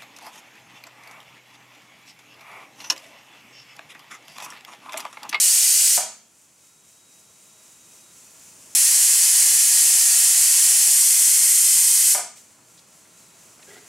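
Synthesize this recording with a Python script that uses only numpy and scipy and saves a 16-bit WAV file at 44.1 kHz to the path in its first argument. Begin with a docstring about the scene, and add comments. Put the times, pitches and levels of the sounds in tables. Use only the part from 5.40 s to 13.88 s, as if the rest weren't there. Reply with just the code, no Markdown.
"""Pressure cooker on a gas stove

In a small kitchen, steam lifts a weighted valve twice and escapes as a hissing turbulent jet.
Each time the weight drops shut, its impact rings the pot's modes with a hollow clunk, and a thin
leak throbs while pressure builds. The flame murmurs below; near the end something nearby is
knocked, then pushed along with stick-slip friction."""
import sys
import numpy as np
from scipy import signal
from scipy.fft import rfft, irfft
from scipy.io import wavfile
from scipy.ndimage import uniform_filter1d, map_coordinates

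SR = 44100
rng = np.random.default_rng(int(sys.argv[2]) if len(sys.argv) > 2 else 0)


def to_wav(s):
    """Save 16-bit WAV."""
    ch = np.atleast_2d(s).T  # columns
    pcm = np.round(np.clip(ch, -1, 1) * 32767)  # PCM
    wavfile.write(sys.argv[1], SR, pcm.astype(np.int16))


N = 373968
T = np.arange(N) / SR
CLOSING_DB_PER_S = 312  # the sinking weight chokes the flow

# valve open: lift_s, sink_s, level_db, thinning_s
BLOWS = [(0, 0.554, -15.5, 1.2), (3.35, 6.725, -15, 5.5)]
# valve shut, pressure building: start_s, end_s, leak_db, leak_rise_db_per_s,
# throb_crest_s, throb_hz, murmur_db, murmur_rise_db_per_s
BUILD_UPS = [(.6, 3.35, -59, 4, 1.25, 3.87, -66, 3), (6.8, 8.6, -57.5, 4, 7.57, 4.2, -61, 3.2)]


def amp(db):
    """Decibels to amplitude ratio."""
    return 10 ** (np.asarray(db) / 20)


def unit(x):
    """Normalisation to rms 1."""
    return x / np.sqrt(np.mean(x ** 2) + 1e-20)


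def read(points, hz):
    """Interpolation along a log-frequency axis."""
    table_hz, value = np.transpose(points)
    return np.interp(np.log(hz + 1), np.log(table_hz + 1), value)


def shaped(x, points):
    """Zero-phase filtering by rows of frequency_hz, gain_db."""
    return irfft(rfft(x) * amp(read(points, np.fft.rfftfreq(N, 1 / SR))), N)


def add(mix, start_s, sound):
    """Superposition of a sound onto the mix."""
    part = mix[round(start_s * SR):][:len(sound)]
    part += sound[:len(part)]


def envelope(start, end, rise_s, fall_db_per_s):
    """Linear attack from start, a hold at 1, exponential decay after end."""
    return np.clip((T - start) / rise_s, 0, 1) * amp(-fall_db_per_s * np.maximum(T - end, 0))


def drift(rate_hz):
    """Random modulation: low-passed noise of rms 1."""
    hz = np.fft.rfftfreq(N, 1 / SR)
    return unit(irfft(rfft(rng.standard_normal(N)) * np.exp(-(hz / rate_hz) ** 2) * (hz > 0), N))


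def hiss(colour, resonances):
    """Source and filter: broadband turbulence coloured by resonant peaks and dips."""
    hz = np.fft.rfftfreq(N, 1 / SR)
    peaks_db = sum(db / (1 + (2 * (hz - centre) / width) ** 2) for centre, width, db in resonances)
    return unit(irfft(rfft(rng.standard_normal(N)) * amp(read(colour, hz) + peaks_db), N))


def low_cut(x, hz):
    """Radiation efficiency: small bodies give out little bass."""
    return signal.sosfilt(signal.butter(2, hz, "high", fs=SR, output="sos"), x)


def tail():
    """Diffuse reflections of total energy 1; absorption takes the highest treble first."""
    # reverberation time of the kitchen: frequency_hz, t60_s
    decay_times = [(150, 0.74), (700, 0.35), (2500, 0.46), (7000, 0.39), (15000, 0.12)]
    hz, t, bands = signal.stft(rng.standard_normal(SR // 2), SR, nperseg=256)
    bands = bands * amp(-60 * t / read(decay_times, hz)[:, None]) * (t > .002)
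    bands /= np.sqrt(uniform_filter1d((abs(bands) ** 2).sum(1), 3))[:, None]  # equal energy per band
    echoes = signal.istft(bands, SR, nperseg=256)[1]
    return echoes / np.linalg.norm(echoes)


def kitchen(x, wet_db, turning=False):
    """Direct plus reverberant field; a turning field crossfades slowly between two tails."""
    angle = 2 * np.pi * 0.3465 * T + rng.uniform(0, 2 * np.pi)
    shares = [np.cos(angle), np.sin(angle)] if turning else [1]
    wet = sum(share * signal.oaconvolve(x, tail())[:N] for share in shares)
    return (x + amp(wet_db) * wet) / np.hypot(1, amp(wet_db))


def jet(blow, colour, vent):
    """Jet noise under the lifted weight: a puff, a hold that thins if it lasts, a quick choke."""
    # jet spectrum once the pressure gives way: frequency_hz, density_db
    thin_colour = [(180, -48), (300, -36.5), (331, -36), (518, -46.5), (611, -32.5), (771, -27),
                   (1520, -24), (2080, -14), (2540, -16.5), (3000, -13), (3840, -16), (4170, -11),
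                   (8510, 2.5), (11700, -4), (15700, -19.5)]
    lift_s, sink_s, level_db, thinning_s = blow
    thin_share = np.interp(np.tanh((T - thinning_s) / .072), [-1, 1], [.074, .92])
    steam = np.sqrt(1 - thin_share) * hiss(colour, vent) + np.sqrt(thin_share) * hiss(thin_colour, vent)
    puff = 1 + 0.89 * np.exp(-np.maximum(T - lift_s, 0) / 0.011)
    flutter_db = .3 * drift(45)
    return steam * envelope(lift_s, sink_s, 1 / SR, CLOSING_DB_PER_S) * puff * amp(level_db + flutter_db)


def lid_echo(x, start_s, delay_ms, slide_ms_per_s, reflection=.19):
    """Comb filtering: a reflection off the lid makes ripples that slide if its path changes."""
    emitted_s = T - (delay_ms + slide_ms_per_s * (T - start_s)) / 1000
    echo = map_coordinates(x, [emitted_s * SR], order=3, mode="wrap")
    return (x + reflection * echo) / np.hypot(1, reflection)


def plumes(count=3):
    """Incoherent sources add in power: each blow is several jets, each with its own room echoes."""
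    # jet spectrum of each blow: frequency_hz, density_db
    first_colour = [(150, -48), (450, -42.5), (680, -25), (1100, -28), (1500, -21.5), (1900, -17.5),
                    (2800, -12), (3600, -12.5), (4300, -7.5), (7900, 0.5), (9700, 0), (10800, -6.5),
                    (12100, -5.5), (13000, -11), (15700, -18.5)]
    second_colour = [(180, -50.5), (300, -36), (446, -49), (746, -21), (866, -26.5), (1570, -21.5),
                     (1850, -13), (1980, -16.5), (2950, -12), (3660, -14.5), (4310, -9.5), (7960, 1),
                     (11100, -2.5), (13300, -15), (15700, -16.5)]
    # resonances of vent, weight and lid in each blow: centre_hz, width_hz, boost_db
    first_vent = [(690, 140, 2), (1860, 90, 3), (2750, 120, 3), (3580, 150, -3), (4820, 130, 3),
                  (6450, 130, 3), (7150, 160, 5), (7430, 150, -3), (7950, 110, 2), (8140, 120, -4),
                  (8320, 130, 3), (8720, 130, 3)]
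    second_vent = [(740, 180, 1), (1863, 80, 3), (3780, 200, -3), (7270, 130, 1.5), (8020, 120, -2),
                   (8210, 150, 1)]
    # path off the lid to a moving listener, per blow: delay_ms, slide_ms_per_s
    lid_paths = [(2.02, 0), (1.961, -.007)]
    colours, vents = (first_colour, second_colour), (first_vent, second_vent)
    out = np.zeros(N)
    for blow, colour, vent, path in zip(BLOWS, colours, vents, lid_paths):
        steam = sum(kitchen(jet(blow, colour, vent), wet_db=1.5, turning=True) for _ in range(count))
        out += lid_echo(steam, blow[0], *path)
    return out / np.sqrt(count)


def burner():
    """Combustion noise with faint pot resonances; the murmur swells while the valve is shut."""
    # spectrum of flame and simmering pot: frequency_hz, density_db
    colour = [(15, -42), (25, -29), (108, -1.5), (168, -0.5), (569, -6), (636, -7.5), (760, -8),
              (991, -5.5), (1650, -11), (2460, -10.5), (3670, -15.5), (3920, -16), (4190, -11),
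              (5000, -13.5), (6500, -30), (11000, -120)]
    rings = [(188, 25, 1.33), (641, 32, 6.8), (1375, 36, 7.4)]  # centre_hz, width_hz, boost_db
    level_db = np.full(N, -65.5)  # with the valve open
    for start, end, *_, murmur_db, rise in BUILD_UPS:
        level_db = np.where((T >= start) & (T < end), murmur_db + rise * (T - start), level_db)
    return hiss(colour, rings) * amp(level_db + 0.2 * drift(6.6))


def clunks(ping_hz=3240, ping_t60=.35):
    """Modal ringing: the weight strikes its seat; neighbouring pot modes start in opposite phase."""
    # the weight lands and rebounds: start_s, level_db, hardness_db_per_octave, ping_db
    landings = [(.577, -22.5, -3, -38), (.606, -29, -3, -58), (6.749, -26.5, 0, -66), (6.754, -29, 0, -70),
                (6.779, -30, -1, -70), (6.793, -30, -1, -70)]
    # modes of the closed pot: pitch_hz, level_db, t60_s
    pot_modes = [(231, -24.5, 0.21), (572, -13, .05), (645, -3.5, 0.093), (708, -1.5, 0.15),
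                 (764, -22, 0.076), (883, -12, 0.11), (971, -12, .1), (1205, -7.5, 0.089),
                 (1307, -10, 0.086), (1467, -2.5, 0.051), (1760, -7, 0.037), (2110, -5, 0.05),
                 (2340, -3, 0.047), (2900, -26, .03)]
    out, t = np.zeros(N), T[:SR // 2]
    for start, db, hardness, ping_db in landings:
        for k, (hz, mode_db, t60) in enumerate(pot_modes):
            tilt_db = hardness * np.log2(hz / 700)
            decay = amp(db + mode_db + tilt_db - 60 * t / t60)
            add(out, start, (-1) ** k * decay * np.sin(2 * np.pi * hz * t))
        lid_flex = amp(db + 10 - 60 * t / 0.0088) * np.cos(2 * np.pi * 780 * t)
        weight_ping = amp(ping_db - 60 * t / ping_t60) * np.sin(2 * np.pi * ping_hz * t)
        add(out, start, lid_flex + weight_ping)
    return low_cut(out, hz=90)


def leak(throb_depth_db=2, throb_fade_s=3.4, waver_hz=10, swell_db_per_s=1.5):
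    """Flow through a narrow gap: a throbbing hiss that grows with pressure, and wavering whistles."""
    # spectrum of the seeping steam: frequency_hz, density_db
    colour = [(1180, -25), (2000, -14.5), (2480, -12), (3300, -13), (3800, -14), (4090, -15), (7100, -1),
              (8380, -4), (9790, -5.5), (14300, -18.5)]
    # resonances of the gap: centre_hz, width_hz, boost_db
    seat = [(2520, 30, 6), (5880, 130, 4), (6150, 68, 2), (6870, 90, -2), (7360, 60, -2), (7600, 71, 3.5),
            (8850, 100, -5), (9900, 270, -4.5)]
    # faint tones of the gap: start_s, end_s, pitch_hz, level_db
    whistles = [(1.15, 2.73, 3838, -69.5), (1.4, 2.74, 3898, -75), (7.64, 7.99, 3898, -71),
                (7.68, 7.99, 3957, -73)]
    flow = amp(-46) * envelope(6.948, 6.973, .025, 60 / .35)  # a last spit as the weight settles
    for start, end, db, rise, crest_s, throb_hz, _, _ in BUILD_UPS:
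        age = np.maximum(T - start, 0)
        depth_db = throb_depth_db * np.exp(-age / throb_fade_s)  # shrinks as the pressure steadies
        throb_db = depth_db * np.cos(2 * np.pi * throb_hz * (T - crest_s))
        gate = envelope(start, end, .05, CLOSING_DB_PER_S)
        flow = np.hypot(flow, amp(db + rise * age + throb_db) * gate)
    seep = hiss(colour, seat) * flow * amp(0.54 * drift(60))
    for start, end, hz, db in whistles:
        pitch_hz = hz + waver_hz * drift(96)
        gate = envelope(start, end, rise_s=.09, fall_db_per_s=170)
        gain = amp(db + swell_db_per_s * (T - start)) * gate
        seep += np.sqrt(2) * gain * np.sin(2 * np.pi * np.cumsum(pitch_hz) / SR)
    return seep


def low_thump(level_db=-34, width_s=.00074):
    """A critically damped transient: a brief low thump at the abrupt start of the second hiss."""
    age = np.maximum(T - BLOWS[1][0], 0) / width_s
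    return amp(level_db) * (age > 0) * (1 - age) * np.exp(-age)


def ticks_and_bumps(rise_s=.0015):
    """Heavily damped transients: each is a fast-decaying band of noise."""
    # a spit of hiss, then light taps: start_s, level_db, centre_hz, width_octaves, t60_s
    bursts = [(6.965, -53, 3800, .85, .14), (7.185, -58, 1300, .7, .14), (7.35, -53, 150, .7, .12),
              (7.376, -46, 4400, .85, .06), (7.39, -46, 4400, .85, .04), (7.65, -57, 1900, .4, .1),
              (8.193, -51, 700, 1.8, .14), (8.226, -41.5, 2700, 1, .035), (8.284, -41, 500, .5, .03)]
    out, t = np.zeros(N), T[:SR // 4]
    hz = np.fft.rfftfreq(len(t), 1 / SR) + 1
    attack = 1 - np.exp(-t / rise_s)
    for start, db, centre_hz, octaves, t60 in bursts:
        band = np.exp(-(np.log2(hz / centre_hz) / octaves) ** 2)
        noise = unit(irfft(rfft(rng.standard_normal(len(t))) * band, len(t)))
        add(out, start, attack * amp(db - 60 * t / t60) * noise)
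    return out


def push(slips_per_s=1500):
    """Stick-slip friction: tiny uneven slips excite the modes of a hollow body."""
    # modes of the pushed body: pitch_hz, width_hz, level_db
    modes = [(415, 34, 1), (680, 130, -10), (1450, 90, -11), (1630, 80, -8), (1930, 60, -3),
             (2900, 900, -22)]
    # short shoves: start_s, end_s, level_db
    shoves = [(8.27, 8.383, -48.5), (8.41, 8.48, -57)]
    t = T[:SR // 10]
    slips = rng.choice([-1, 1], N) * (rng.random(N) < slips_per_s / SR)
    body = sum(amp(db) * width * np.exp(-np.pi * width * t) * np.cos(2 * np.pi * hz * t)
               for hz, width, db in modes)
    force = sum(amp(db) * envelope(start, end, rise_s=.016, fall_db_per_s=700)
                for start, end, db in shoves)
    return low_cut(unit(signal.oaconvolve(slips, body)[:N]) * force, hz=220)


def scene():
    """Mid-side stereo: sources sit in the middle; the room spreads them, the murmur most."""
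    # spread of the room's echoes and of the diffuse murmur: frequency_hz, side_gain_db
    echo_width = [(60, -12), (200, -22), (400, -24), (700, -19), (1800, -22.5), (3700, -12.5),
                  (4400, -18.5), (5200, -15.5), (6400, -11.5), (8200, -17), (11000, -23.5), (13000, -25),
                  (15500, -31)]
    murmur_width = [(60, -15), (120, -19), (220, -16), (400, -7.5), (1200, -6), (2400, -7.5), (4000, -14)]
    near = plumes() + low_thump() + kitchen(clunks(), wet_db=-1) + kitchen(leak(), wet_db=-5.5)
    near += kitchen(ticks_and_bumps() + push(), wet_db=-9)
    mid = near + burner()
    side = shaped(signal.oaconvolve(near, tail())[:N], echo_width) + shaped(burner(), murmur_width)
    return np.array([mid + side, mid - side])


def record(dry):
    """Band limiting by a steep low-pass filter."""
    edge_hz = 15780
    low_pass = signal.firwin(511, edge_hz, window=("kaiser", 9), fs=SR)
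    return signal.oaconvolve(dry, low_pass[None], "same")


dry = scene()
out = record(dry)
to_wav(out)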